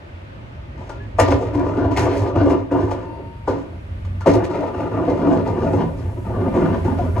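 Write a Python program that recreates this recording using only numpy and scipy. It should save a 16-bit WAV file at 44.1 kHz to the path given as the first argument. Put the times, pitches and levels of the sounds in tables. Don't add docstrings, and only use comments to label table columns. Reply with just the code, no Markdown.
import sys
import numpy as np
from scipy import signal
from scipy.fft import rfft, irfft, next_fast_len
from scipy.io import wavfile
from scipy.ndimage import uniform_filter1d, map_coordinates

SR = 44100
rng = np.random.default_rng(int(sys.argv[2]) if len(sys.argv) > 2 else 0)


def persist_wave(psi):
    counts = np.round(np.clip(psi, -1, 1) * 32767).astype(np.int16)
    wavfile.write(sys.argv[1], SR, np.atleast_2d(counts).T)


N = 317520


def amp(db):
    return 10 ** (np.asarray(db) / 20)


def unit(x):
    return x / np.sqrt(np.mean(x ** 2) + 1e-20)


def along(points, hz, column=1):
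    p = np.transpose(points)
    return np.interp(np.log(hz + 1), np.log(p[0] + 1), p[column])


def curves(rows):
    s, *cols = np.transpose(rows)
    return [np.interp(np.arange(N) / SR, s, c) for c in cols]


def wobble(rate):
    points = rng.standard_normal(int(N * rate / SR) + 4)
    return map_coordinates(points, [np.arange(N) * rate / SR])


def filtered(x, response):
    mirror = x[..., ::-1][..., :2000] * np.linspace(1, 0, 2000)
    x = np.concatenate([x, mirror], axis=-1)
    m = next_fast_len(N + SR // 2)
    return irfft(rfft(x, m) * response(np.fft.rfftfreq(m, 1 / SR)), m)[..., :N]


def modes(table):
    def response(f):
        total = 0
        for k, (center, width, db) in enumerate(table):
            resonance = 1j * f * width / (center * center - f * f + 1j * f * width)
            total = total + (-1) ** k * amp(db) * resonance
        return total
    return response


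def bumps(per_s, spread_db, hiss):
    happens = rng.random(N) < per_s / SR
    knocks = happens * rng.standard_normal(N) * amp(spread_db * rng.exponential(size=N))
    return unit(unit(knocks) + hiss * rng.standard_normal(N))


def rush(spectrum, alike, patchy_db):
    z = signal.stft(rng.standard_normal((2, N)), nperseg=512)[2]
    field = uniform_filter1d(rng.standard_normal(z.shape[1:]), 6, 0)
    field = uniform_filter1d(field, 14, 1)
    pair = signal.istft(z * amp(patchy_db * unit(field)), nperseg=512)[1][:, :N]

    def shares(hz):
        turn = np.arccos(np.clip(along(alike, hz), -1, 1)) / 2
        return amp(along(spectrum, hz)) * [np.cos(turn), np.sin(turn)]

    mid, side = filtered(pair, shares)
    return unit(np.array([mid + side, mid - side]))


def plow():
    # center_hz, width_hz, level_db [relative]
    blade_modes = [(163.6, 10, 2), (249.4, 57, -9), (283, 24.8, -0.5), (367.2, 31, -1.5), (412.2, 43, -1.5),
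                   (487.5, 48.3, -3.5), (541.5, 37, -4.5), (674.7, 50, -6), (888, 65, -11),
                   (988, 45.4, -10), (1198, 67, -16.5), (1427, 47, -17), (1800, 310, -29), (2087, 26, -27),
                   (2374, 28, -28.5), (2840, 120, -30)]
    # center_hz, width_hz, level_db [relative]
    frame_modes = [(104.5, 14.2, 7.5), (123, 18, -4.5)]
    # [per Hz, relative]
    grit_color = [(880, -16), (1500, -8), (2090, -2.5), (3740, -13), (4110, -12), (6950, -16.5),
                  (12400, -34), (13600, -48)]

    near = np.linspace(-1, 1, N)
    scraping, crunching, shaking = drags()
    chatter_db = 1.4 * wobble(40)
    rough = scraping * amp(chatter_db) * bumps(per_s=800, spread_db=.8, hiss=.8)
    clatter = bumps(per_s=2000, spread_db=1, hiss=1)

    blade = np.zeros(N)
    for k, mode in enumerate(blade_modes):
        mode_hz, _, mode_db = mode
        swell_db = 2.2 * wobble(12) + 1.9 * wobble(35)
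        drive = rough * amp(swell_db + 8.4 * near * (mode_hz < 250))

        def spot_db(row):
            octaves_off = np.log2(mode_hz / row[3])
            return row[1] + 4 - 7 * octaves_off ** 2 - 0.3 * mode_db

        drive += blows(0.0001, 0.0019, spot_db)
        drive += clatter * blows(0.0002, 0.12, spot_db)
        blade += (-1) ** k * filtered(drive, modes([mode]))
    blade = filtered(blade, lambda hz: 1 / (1 + 1j * hz / 3600) ** 3)

    def boom(hz):
        return modes(frame_modes)(hz) / (1 + 1j * hz / 160) ** 2

    def hiss(hz):
        return amp(along(grit_color, hz))

    def push(response):
        return 1 / np.std(filtered(rng.standard_normal(N), response))

    frame = shaking * bumps(per_s=97, spread_db=0.0, hiss=1.0)
    frame += rng.standard_normal(N) * blows(0.0039, 0.5, lambda row: row[1] - 10)
    grit = crunching * amp(chatter_db + 1.5 * wobble(16)) * crunch()
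    grit += clatter * blows(0.0055, 0.091, lambda row: row[1] + row[2] + 13)

    blade = amp(-0.5) * push(modes(blade_modes)) * blade
    return blade + push(boom) * filtered(frame, boom) + push(hiss) * filtered(grit, hiss)


def blows(rise_s, length_s, gain_db):
    # start_s, strength_db [relative], grit_db [relative to strength],
    # best_hz [pitch that the spot rings best]
    contacts = [(0.808, -34, -32, 836), (0.891, -26.5, -22.5, 845), (1.185, -4.5, -42, 825),
                (1.277, -13, -30, 615), (1.313, -11, -36.5, 656), (1.767, -13.5, -41, 332),
                (1.966, -33, -31, 2100), (2.063, -15, -38, 720), (2.356, -28, -24, 490),
                (2.452, -15, -37, 450), (2.497, -15.5, -29, 555), (2.714, -22, -28.5, 544),
                (2.743, -20, -53, 543), (2.804, -31.5, -22, 586), (2.909, -19.5, -26.5, 690),
                (3.185, -27.5, -55, 380), (3.474, -12.5, -56, 650), (4.047, -41, -14.5, 1287),
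                (4.204, -28, -20.5, 1370), (4.259, -7.5, -35.5, 526), (4.437, -28, -14.5, 550),
                (4.495, -30, -26.5, 685), (4.548, -23.5, -33.5, 500), (4.628, -21, -43, 700),
                (4.94, -20.5, -41, 584), (5.004, -20.5, -50, 450), (5.095, -17.5, -33.5, 403),
                (5.324, -22.5, -29, 634), (5.73, -15.5, -39.5, 386), (6.845, -31, -21.5, 506),
                (7.175, -22.5, -29, 920)]
    force, t = np.zeros(N + SR), np.arange(SR // 2) / SR
    burst = (1 - np.exp(-t / rise_s)) * amp(-60 * t / length_s)
    for row in contacts:
        force[round(row[0] * SR):][:len(t)] += amp(gain_db(row)) * burst
    return force[:N]


def drags():
    # start_s, end_s, scrape_start_db, scrape_end_db, grit_start_db,
    # grit_end_db, frame_db [all levels relative]
    stretches = [(0.781, 1.146, -37.5, -52, -55.5, -68, -31.5), (1.2, 1.225, -15, -18, -19, -34, -11.5),
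                 (1.307, 1.335, -19, -21.5, -36, -40, -37), (1.412, 1.532, -21.5, -30.5, -45.5, -53, -28),
                 (1.538, 1.89, -23, -20.5, -49, -53, -22.5),
                 (1.909, 1.914, -21.5, -20.5, -49.5, -39.5, -35),
                 (1.973, 2.057, -19.5, -17, -28.5, -36.5, -20.5),
                 (2.093, 2.287, -24.5, -20, -38.5, -48.5, -24.5),
                 (2.354, 2.523, -17.5, -15.5, -50, -48, -20.5), (2.714, 2.836, -18, -22, -52, -48.5, -22),
                 (2.912, 3.255, -25.5, -42, -47.5, -85, -33), (3.482, 3.802, -22, -47.5, -41, -81, -44),
                 (4.273, 4.309, -5.5, -17, -27, -40, -18), (4.342, 4.433, -16, -21.5, -36, -73, -35),
                 (4.505, 4.641, -20, -19.5, -48, -53.5, -40), (4.744, 4.85, -19.5, -25, -50, -54.5, -29.5),
                 (4.914, 5.375, -23.5, -18, -53.5, -48, -27), (5.462, 5.831, -22.5, -20.5, -52, -49.5, -23),
                 (5.93, 6.197, -33, -39, -56, -67, -27), (6.25, 6.469, -29.5, -21, -62, -64, -24),
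                 (6.541, 6.719, -17, -18.5, -45.5, -52.5, -23.5),
                 (6.852, 6.912, -19, -21.5, -45, -51.5, -24), (6.978, 7.08, -26.5, -27, -53, -58, -26),
                 (7.146, 7.17, -32.5, -20, -55, -52, -25)]
    rise = np.array([980, 1640, 400])[:, None]
    fall = np.array([168, 126, 80])[:, None]
    t, power = np.arange(N) / SR, 0
    for start, end, scrape0, scrape1, grit0, grit1, frame in stretches:
        u = np.clip((t - start) / (end - start), 0, 1)
        scrape_db = scrape0 + (scrape1 - scrape0) * u
        grit_db = grit0 + (grit1 - grit0) * u
        held_db = np.array([scrape_db, grit_db, frame + 0 * u])
        before, after = np.maximum(start - t, 0), np.maximum(t - end, 0)
        power = power + amp(held_db - rise * before - fall * after) ** 2
    return np.sqrt(power)


def crunch():
    sizes_hz = [2200, 4500, 7000, 11000]
    bed = bumps(per_s=3300, spread_db=2.0, hiss=1.0)

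    def weight(hz, own):
        return np.exp(-8 * np.log((hz + 1) / own) ** 2) + 1e-9

    total = np.zeros(N)
    for own in sizes_hz:
        def share(hz):
            hz = np.clip(hz, 1500, 14000)
            return weight(hz, own) / sum(weight(hz, c) for c in sizes_hz)

        total += stones() * amp(3.1 * wobble(20)) * filtered(bed, share)
    return unit(stones() * total)


def stones():
    stones_per_s, t60_s = 17, 0.02
    crack_db = 2 + 4 * rng.standard_normal(N)
    cracks = (rng.random(N) < stones_per_s / SR) * amp(crack_db)
    fading = signal.lfilter([1], [1, -amp(-60 / (t60_s * SR))], cracks)
    return unit(1 + uniform_filter1d(fading, size=200))


def engine():
    # time_s, pitch_hz, level_db [relative]
    firing = [(0, 78.9, -49), (.15, 87.6, -37.5), (.44, 115.5, -35), (.7, 129.5, -37), (.95, 133, -61),
              (3.65, 84, -47), (3.85, 88.3, -32), (4.15, 93.8, -26), (4.6, 95, -44), (6.55, 88, -55),
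              (6.8, 86, -24), (7.2, 87.3, -19)]
    hz, db = curves(firing)
    unsteady_hz = hz * (1 + .008 * wobble(12))
    shaft = 2 * np.pi * np.cumsum(unsteady_hz) / SR / 4
    orders = np.sin(4 * shaft) + amp(-15.0) * np.sin(3 * shaft) + amp(-19.5) * np.sin(2 * shaft)
    return amp(db + 3 + 1.2 * wobble(9) + 1.2 * wobble(30)) * orders


def squeaks():
    # start_s, end_s, start_hz, end_hz, level_db [relative],
    # overtones_db [added to every overtone]
    glides = [(0.908, 1.004, 1390, 1400, -39, -13), (0.997, 1.075, 1675, 1710, -38, -20),
              (2.989, 3.463, 892, 930, -36, 4.5), (4.213, 4.272, 1480, 1325, -35, -16),
              (6.991, 7.024, 742, 683, -12.5, -28), (7.062, 7.085, 680, 635, -22, -1)]
    # multiple [of the pitch], level_db [relative to the main tone]
    overtones = [(3, -24), (5, -33), (11, -47), (12, -46)]
    out = np.zeros(N)
    waver = 1 + .005 * wobble(150)
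    for start, end, hz0, hz1, db, over_db in glides:
        first = round(start * SR)
        u = np.linspace(0, 1, round((end - start) * SR))
        pitch_hz = (hz0 + (hz1 - hz0) * np.sqrt(u)) * waver[first:][:len(u)]
        turn = 2 * np.pi * np.cumsum(pitch_hz) / SR
        tone = np.sin(turn)
        for k, level in overtones:
            flicker = amp(k / 2 * wobble(1500)[first:][:len(u)])
            tone += amp(level + over_db) * flicker * np.sin(k * turn)
        fade_out = (1 - u) * (end - start) / .006
        swell = np.minimum(1, np.minimum(u / .12, fade_out))
        out[first:][:len(u)] = amp(db - 12 * u) * swell * tone
    return out * amp(1.2 * wobble(25))


def airflow():
    # [per Hz, relative]
    hiss_color = [(2000, -38), (4000, -5), (12000, -5.5), (13500, -21)]
    start_db, grows_db_per_s = -87.5, 4
    level_db = start_db + grows_db_per_s * np.arange(N) / SR
    return amp(level_db) * rush(hiss_color, [(1000, .5)], patchy_db=.6)


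def traffic():
    # time_s, rumble_db, road_db [both relative]
    levels = [(0.0, -42, -47.5), (0.72, -33.5, -48), (2.06, -30, -47.5), (2.65, -39, -51),
              (3.83, -32.5, -49), (5.15, -36, -47), (6.19, -30.5, -51.5), (6.68, -32, -43), (7.2, -31, -48)]
    # [per Hz, relative]
    road_color = [(88, -28), (150, 7), (195, -16), (487, -11.5), (1130, -19), (2540, -24), (10000, -56.5),
                  (13000, -62)]
    rumble_color = [(20, -41.5), (45, -13.5), (90, -4), (130, -7.5), (200, -15.5), (320, -36), (700, -120)]
    # pitch_hz, likeness [1 same, 0 unrelated, -1 opposite]
    road_alike = [(60, 1), (130, 0.26), (280, 0.86), (610, -0.25), (1310, -0.43), (6110, 0.03),
                  (13200, 0.87)]
    rumble_db, road_db = curves(levels)
    road = rush(road_color, road_alike, patchy_db=.6)
    rumble = rush(rumble_color, [(30, 1.0)], patchy_db=1.5)
    return amp(rumble_db) * rumble + amp(road_db + 9) * road


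def ports(x):
    # pitch_hz, left_minus_right_db
    balance = [(260, -0.6), (500, 0), (900, 7.5), (2000, 1.5), (3500, 5), (6000, 10.5), (9000, -13.5),
               (13000, 9)]
    # pitch_hz, left_lead_rad
    phase_lead = [(0, 0), (950, 0.8), (1640, -0.8), (3010, 1.4), (4740, 1.3), (5430, 2.3), (6890, -0.4),
                  (9040, 3.7), (9910, 0.5), (13000, 0)]

    def both(hz):
        lead = np.interp(hz, *np.transpose(phase_lead))
        half = amp(along(balance, hz) / 2) * np.exp(.5j * lead)
        return np.array([half, 1 / half])

    return filtered(np.array([x, x]), both)


def echoes(x):
    # pitch_hz, t60_s [time to fall by 60 dB], level_db [relative]
    answer = [(60, 0.93, -27.5), (199, 0.5, -4), (1020, 0.4, -4), (9900, 0.054, -1.5)]
    hz, t, z = signal.stft(rng.standard_normal((2, SR // 2)), SR, nperseg=1024)
    fade = amp(-60 * t / along(answer, hz)[:, None])
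    strength = amp(along(answer, hz, column=2))[:, None]
    fade *= strength / np.linalg.norm(fade, axis=1, keepdims=True)
    tail = signal.istft(z * fade, SR, nperseg=1024)[1] / np.sqrt(512)
    late = np.pad(x, (500, 0))
    return signal.fftconvolve(late[None], tail, axes=1)[:, :N]


def bounce(x):
    # delay_s, strength [gain], scatter_hz [it scatters above this]
    surface = (0.003294, 0.63, 720)
    delay_s, strength, scatter_hz = surface

    def with_copy(hz):
        delay = np.exp(-2j * np.pi * hz * delay_s)
        return 1 + strength * delay / (1 + (hz / scatter_hz) ** 2)

    return filtered(x, with_copy)


def scene():
    truck = plow() + engine()
    near_sound = ports(truck + squeaks()) + echoes(truck)
    return bounce(amp(-1.5) * near_sound + airflow() + traffic())


def record(dry):
    top_hz = 13800
    held = dry / (1 + np.abs(dry / .95) ** 6) ** (1 / 6)
    return filtered(held, lambda hz: hz < top_hz)


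dry = scene()
out = record(dry)
persist_wave(out)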